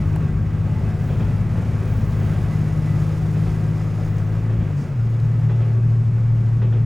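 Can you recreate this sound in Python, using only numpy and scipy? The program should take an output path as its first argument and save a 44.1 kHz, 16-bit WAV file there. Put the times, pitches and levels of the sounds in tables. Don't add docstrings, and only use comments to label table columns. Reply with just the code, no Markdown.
import sys
import numpy as np
from scipy import signal
from scipy.fft import rfft, irfft, next_fast_len
from scipy.io import wavfile
from scipy.ndimage import uniform_filter1d

SR = 44100
rng = np.random.default_rng(int(sys.argv[2]) if len(sys.argv) > 2 else 0)


def generate_wav(sig):
    pcm = np.round(np.clip(np.atleast_2d(sig).T, -1, 1) * 32767).astype(np.int16)
    wavfile.write(sys.argv[1], SR, pcm)


N = 302085
TIME = np.arange(N) / SR
FFT_SIZE = next_fast_len(N, real=True)
BIN_HZ = np.maximum(np.fft.rfftfreq(FFT_SIZE, 1 / SR), 1)


def from_db(db):
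    return 10 ** (np.asarray(db) / 20)


def unit_rms(x):
    return x / np.sqrt(np.mean(x ** 2) + 1e-20)


def automation(rows):
    times, *columns = np.transpose(rows)
    return [np.interp(TIME, times, column) for column in columns]


def eq_curve(points):
    hz, db = np.transpose(points)
    return from_db(np.interp(np.log(BIN_HZ), np.log(hz), db))


def band(points):
    low_hz, high_hz = points[0][0], points[-1][0]
    return eq_curve(points) / np.sqrt((1 + (low_hz / BIN_HZ) ** 12) * (1 + (BIN_HZ / high_hz) ** 12))


def resonance(hz, modes):
    return np.sqrt(sum(from_db(2 * db) / (1 + (2 * (hz - centre) / width) ** 2) ** 2
                       for centre, width, db in modes))


def drift(rate_hz):
    hop, settle = 40, 2000
    pole = np.exp(-2 * np.pi * hop * rate_hz / SR)
    white = rng.standard_normal(N // hop + settle + 2)
    slow = signal.lfilter([1], [1, -2 * pole, pole * pole], white)[settle:]
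    return np.interp(np.arange(N) / hop, np.arange(len(slow)), unit_rms(slow))


def envelope(start, length, attack_s, release_s):
    age = TIME - start
    return np.clip(age / attack_s, 0, 1) * np.exp(-np.maximum(age - length, 0) / release_s)


# (frequency [Hz], side against mid [dB])
WIDTH = [(60, -21.5), (300, -20.5), (1200, -23), (2800, -29), (5500, -18.5), (9000, -6.5), (11500, -31)]


def noise(spectrum):
    mid, side = rfft(rng.standard_normal((2, FFT_SIZE)))
    stereo = mid + eq_curve(WIDTH) * side * [[1], [-1]]
    return unit_rms(irfft(spectrum * stereo, FFT_SIZE)[:, :N])


# (time [s], four-stroke cycle rate [Hz])
REVS = [(0.0, 16.9), (0.6, 17.23), (1.9, 17.67), (2.5, 17.1), (3.0, 17.23), (3.6, 17.7), (4.2, 17.37),
        (4.35, 17.85), (4.57, 18.7), (4.76, 15.6), (4.88, 16.8), (5.0, 12.66), (6.0, 12.75), (6.85, 12.65)]
# (time [s], gain [dB])
ENGINE_EFFORT = [(4.55, 0), (4.79, 0), (4.88, -6.5), (5.03, -1), (6.85, 0)]
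# (frequency [Hz], width [Hz], gain [dB])
CAB_RESONANCES = [(114.64, 23.2, 0), (138.9, 13.7, -2.5), (158.2, 21.3, -6.5)]
# (order [x cycle rate], level into the cab resonances [dB], waver [dB])
STRONG_ORDERS = [(6, -18.5, 1.0), (8, -31, 4.5), (9, -17, 0.58), (12, -22.5, 4)]
# (order [x cycle rate], relative level at high revs [dB], at low revs [dB])
WEAK_ORDERS = [(3, -36.5, -42.5), (4, -49.5, -44.5), (5, -40, -46.5), (7, -32.5, -56), (10, -41, -48.5),
               (11, -44.5, -32.5), (13, -43, -43), (15, -49.5, -49), (16, -54, -42), (20, -60.5, -48),
               (24, -59.5, -52)]
# (time [s], gain [dB])
NINTH_FADER = [(0.2, 2), (0.55, -4), (2.05, -8), (2.35, -1), (2.9, 2), (4.0, -3), (4.45, -2.5), (4.75, 0.5)]


def engine(bend, throb_db=-32, weak_db=-2.5, weak_curve_db=2.5, weak_waver_db=2.5,
           jitter_turns=0.003, sway_turns=0.088, scatter_turns=0.59):
    cycle_hz, = automation(REVS)
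    effort_db, = automation(ENGINE_EFFORT)
    ninth_db, = automation(NINTH_FADER)
    turns = np.cumsum(cycle_hz) / SR + jitter_turns * drift(5.7)
    high_revs = np.clip((cycle_hz - cycle_hz[-1]) / (cycle_hz[0] - cycle_hz[-1]), 0, 1)
    octave_db = ninth_db + np.interp(high_revs, (0, 1), (-48.5, -43.5))
    partials = [(5, from_db(throb_db) * bend, 0),
                (18, from_db(octave_db), 0)]
    for order, db, waver_db in STRONG_ORDERS:
        fade_db = ninth_db if order == 9 else 0
        drive = from_db(db + fade_db + waver_db * drift(4.7))
        partials.append((order, drive * resonance(order * cycle_hz, CAB_RESONANCES), 0))
    for order, high_db, low_db in WEAK_ORDERS:
        db = weak_db + weak_curve_db * bend + low_db + (high_db - low_db) * high_revs
        partials.append((order, from_db(db + weak_waver_db * drift(3.9)), sway_turns * drift(4.1)))
    drone = sum(gain * np.sin(2 * np.pi * (order * turns + sway + scatter_turns * rng.random()))
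                for order, gain, sway in partials)
    return np.sqrt(2) * from_db(effort_db) * drone


# (frequency [Hz], level [dB])
BOOM_EQ = [(20, 3), (30, -0.5), (38, -18.5), (46, -16), (53, 9.5), (61, 2), (74, -1.5)]
# (frequency [Hz], level [dB])
WALL_EQ = [(70, -2), (118, 3.5), (160, 3), (215, 0.5), (260, -9), (320, -18.5)]
# (time [s], level [dB])
TRACK_DIPS = [(0.31, -31.5), (0.78, -29.5), (1.23, -27), (1.7, -31), (2.28, -29), (3.17, -28),
              (3.42, -25.5), (4.52, -23.5)]


def body(bend, sway_db=(-40.5, -40), floor_db=(-42, -32), walls_db=(-32, -28),
         sway_top_hz=42, evenness=0.48):
    sway, floor, walls = (from_db(np.interp(bend, (0, 1), db)) for db in (sway_db, floor_db, walls_db))
    jolts = sum(from_db(db) * envelope(start, 0.077, attack_s=0.04, release_s=0.04)
                for start, db in TRACK_DIPS)
    boom = noise(band(BOOM_EQ) * (BIN_HZ > sway_top_hz))
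    boom_power = uniform_filter1d(boom[0] ** 2, SR // 14) + .05
    boom = unit_rms(boom / boom_power ** (evenness / 2))
    sub = noise(band(BOOM_EQ) * (BIN_HZ <= sway_top_hz))
    rumble = noise(band(WALL_EQ))
    return sway * sub + np.hypot(floor, jolts) * boom + np.hypot(walls, wall_thuds()) * rumble


# (frequency [Hz], width [Hz], level over the noise bed [dB])
STEEL_MODES = [(375.3, 22.6, 2.5), (730.6, 23, 4), (867, 11, 6.5), (1124, 34, 3.5), (1261, 33, 3),
               (1407, 8.9, 4), (1599, 18, 4.5), (1995, 32, 4.5), (2290, 16, 6), (2568, 34, 2.5),
               (2794, 23, 2.5), (5050, 73, 4.5), (5520, 81, 1), (6470, 80, 4), (6910, 110, 2.5)]


def ringing_steel(eq, swell_db, groups=1):
    bed = band(eq)
    out = noise(bed)
    for group in range(groups):
        peaks = bed * resonance(BIN_HZ, STEEL_MODES[group::groups])
        share = np.sqrt(np.sum(peaks ** 2) / np.sum(bed ** 2))
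        out += share * from_db(swell_db * drift(1.5)) * noise(peaks)
    return unit_rms(out)


# (time [s], relative roar level [dB], relative hiss level [dB])
ROLLING_FADERS = [(0.0, -41.5, -58), (0.36, -41.5, -60.5), (1.09, -40.5, -57), (1.47, -40.5, -58),
                  (2.46, -39.5, -55.5), (3.43, -41.5, -56), (4.41, -42.5, -60.5), (6.6, -46.5, -63),
                  (6.85, -45.5, -63.5)]
# (frequency [Hz], level [dB])
ROAR_EQ = [(250, 4.5), (400, 5.5), (520, 3), (660, -1), (900, -5), (1300, -6.5), (1800, -9.5), (2500, -14),
           (3000, -19), (3700, -24.5)]
HISS_EQ = [(3200, 3), (4100, 0), (5000, -0.5), (7000, -2.5), (8500, -5)]
SIZZLE_EQ = [(8800, -1), (11500, -2.5), (13000, -4), (14500, -8.5)]


def rolling(roar_trim_db=3.5, hiss_trim_db=1.0, sizzle_base_db=-67.5, sizzle_swing=1.5):
    roar_db, hiss_db = automation(ROLLING_FADERS)
    sizzle_db = sizzle_base_db + sizzle_swing * (hiss_db - hiss_db.mean())
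    flutter_db = 0.73 * drift(7.8)
    grit_db = flutter_db + drift(120)
    roar = from_db(roar_db + roar_trim_db + flutter_db) * ringing_steel(ROAR_EQ, swell_db=2.5, groups=3)
    hiss = from_db(hiss_db + hiss_trim_db + grit_db) * ringing_steel(HISS_EQ, swell_db=2.0)
    sizzle = from_db(sizzle_db + grit_db) * noise(band(SIZZLE_EQ))
    return roar + hiss + sizzle


# (start [s], length [s], relative level [dB])
FLANGE_BITES = [(0.0, 0.2, -68.5), (0.98, 0.12, -60), (1.82, 0.46, -59.5), (2.92, 0.4, -70),
                (4.02, 0.2, -65)]
# (frequency [Hz], level [dB])
FLANGE_EQ = [(14500, -24), (15800, -7), (16500, 0), (16600, -15.5)]


def flanges(trim_db=-1.5, rub_db=-70, rub_length_s=5.25):
    contacts = [(0, rub_length_s, rub_db), *FLANGE_BITES]
    power = sum((from_db(db) * envelope(start, length, attack_s=0.054, release_s=0.13)) ** 2
                for start, length, db in contacts)
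    slip_db = drift(35)
    hiss = noise(band(FLANGE_EQ) * (BIN_HZ < FLANGE_EQ[-1][0]))
    return np.sqrt(power) * from_db(trim_db - slip_db) * hiss


# (time [s], relative level [dB], band centre [Hz], 60 dB decay [s])
FITTING_TICKS = [(0.160, -28.5, 9000, 0.0054), (0.1625, -6, 900, 0.0077), (4.051, -37, 7500, .01),
                 (4.183, -39.5, 5200, 0.046), (5.201, -35, 4990, 0.015)]


def loose_fittings(trim_db=-5.0, half_width_octaves=0.71):
    out = np.zeros(N)
    age = TIME[:SR // 10]
    for time, db, hz, t60 in FITTING_TICKS:
        snap = np.exp(-np.log(1000) * age / t60) * rng.standard_normal(len(age))
        edges_hz = [hz / 2 ** half_width_octaves, min(hz * 2 ** half_width_octaves, SR * .45)]
        bandpass = signal.butter(2, edges_hz, "band", fs=SR, output="sos")
        start = round(time * SR)
        out[start:start + len(age)] += from_db(db + trim_db) * signal.sosfilt(bandpass, snap)
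    return out


# (start [s], length [s], pitch [Hz], level [dB])
WHEEL_NOTES = [(0.62, 0.22, 867, -49), (2.1, 0.85, 1995, -56.5), (2.7, 0.67, 1273, -55),
               (4.8, 0.2, 1407, -53)]


def singing_wheel(width_hz=30, attack_s=0.056, release_s=0.054):
    out = np.zeros(N)
    for start, length, hz, db in WHEEL_NOTES:
        tone = signal.lfilter(*signal.iirpeak(hz, hz / width_hz, fs=SR), rng.standard_normal(N))
        out += from_db(db) * envelope(start, length, attack_s, release_s) * unit_rms(tone)
    return out


def axle_blows(crossings, rise_s, t60_s, axle_gap_s=0.11, second_axle_db=-2.0):
    force = np.zeros(N + SR)
    age = TIME[:SR]
    blow = (1 - np.exp(-age / rise_s)) * np.exp(-np.log(1000) * age / t60_s)
    for time, db in crossings:
        for delay, axle_db in ((0, 0), (axle_gap_s, second_axle_db)):
            start = min(round((time + delay) * SR), N)
            force[start:start + SR] += from_db(db + axle_db) * blow
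    return force[:N]


# (time [s], relative knock level [dB], wall thud level [dB])
RAIL_JOINTS = [(1.087, -16, -26), (2.209, -20.5, -28), (3.349, -22.5, -34), (4.49, -20.5, -27),
               (5.492, -18, -41), (6.614, -18, -36)]
# (frequency [Hz], level [dB])
KNOCK_EQ = [(130, -2), (270, 4.5), (375, 14.5), (520, 9), (720, 2), (1280, -7.5), (2100, -12.5), (2600, -7),
            (2900, -14.5), (3250, -10.5), (3900, -21), (7000, -33.5)]


def rail_joints(knock_trim_db=-12.0, clack_trim_db=-18.0):
    crossings = [(time, db) for time, db, _ in RAIL_JOINTS]
    knock = axle_blows(crossings, rise_s=0.008, t60_s=0.31) * ringing_steel(KNOCK_EQ, swell_db=-3.0)
    clack = axle_blows(crossings, rise_s=0.0025, t60_s=0.056) * noise(band([(1000, 0), (1800, 0)]))
    return from_db(knock_trim_db) * knock + from_db(clack_trim_db) * clack


def wall_thuds():
    return axle_blows([(time, db) for time, _, db in RAIL_JOINTS], rise_s=0.012, t60_s=0.98)


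# (frequency [Hz], level [dB])
AIR_EQ = [(3700, -8), (5000, 2), (7000, -2), (9000, -9), (12500, -13)]


def gear_valve(start_s=4.74, open_s=0.095, level_db=-57.5):
    puff = envelope(start_s, open_s, attack_s=0.042, release_s=0.03)
    return from_db(level_db) * puff * noise(band(AIR_EQ))


# (frequency [Hz], left minus right [dB])
CAB_PAN = [(60, 3), (86, 1), (105, 3), (114, 1.0), (152, 2), (230, -1), (1290, -2.0), (2380, -1.0),
           (15000, 0.5)]


def scene(curve_opens_s=2.2, run_out_s=1.6):
    bend = np.clip(1 - (TIME - curve_opens_s) / run_out_s, 0, 1)
    bed = engine(bend) + body(bend) + rolling()
    details = singing_wheel() + flanges() + rail_joints() + loose_fittings() + gear_valve()
    pan = eq_curve(CAB_PAN) ** np.array([[.5], [-.5]])
    return irfft(rfft(bed + details, FFT_SIZE) * pan, FFT_SIZE)[:, :N]


def record(dry):
    fade_s, cutoff_hz = .004, 16580
    fades = np.clip(np.minimum(TIME, TIME[-1] - TIME) / fade_s, 0, 1)
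    high_cut = signal.ellip(12, .1, 80, cutoff_hz, fs=SR, output="sos")
    return signal.sosfilt(high_cut, dry * fades)


dry = scene()
out = record(dry)
generate_wav(out)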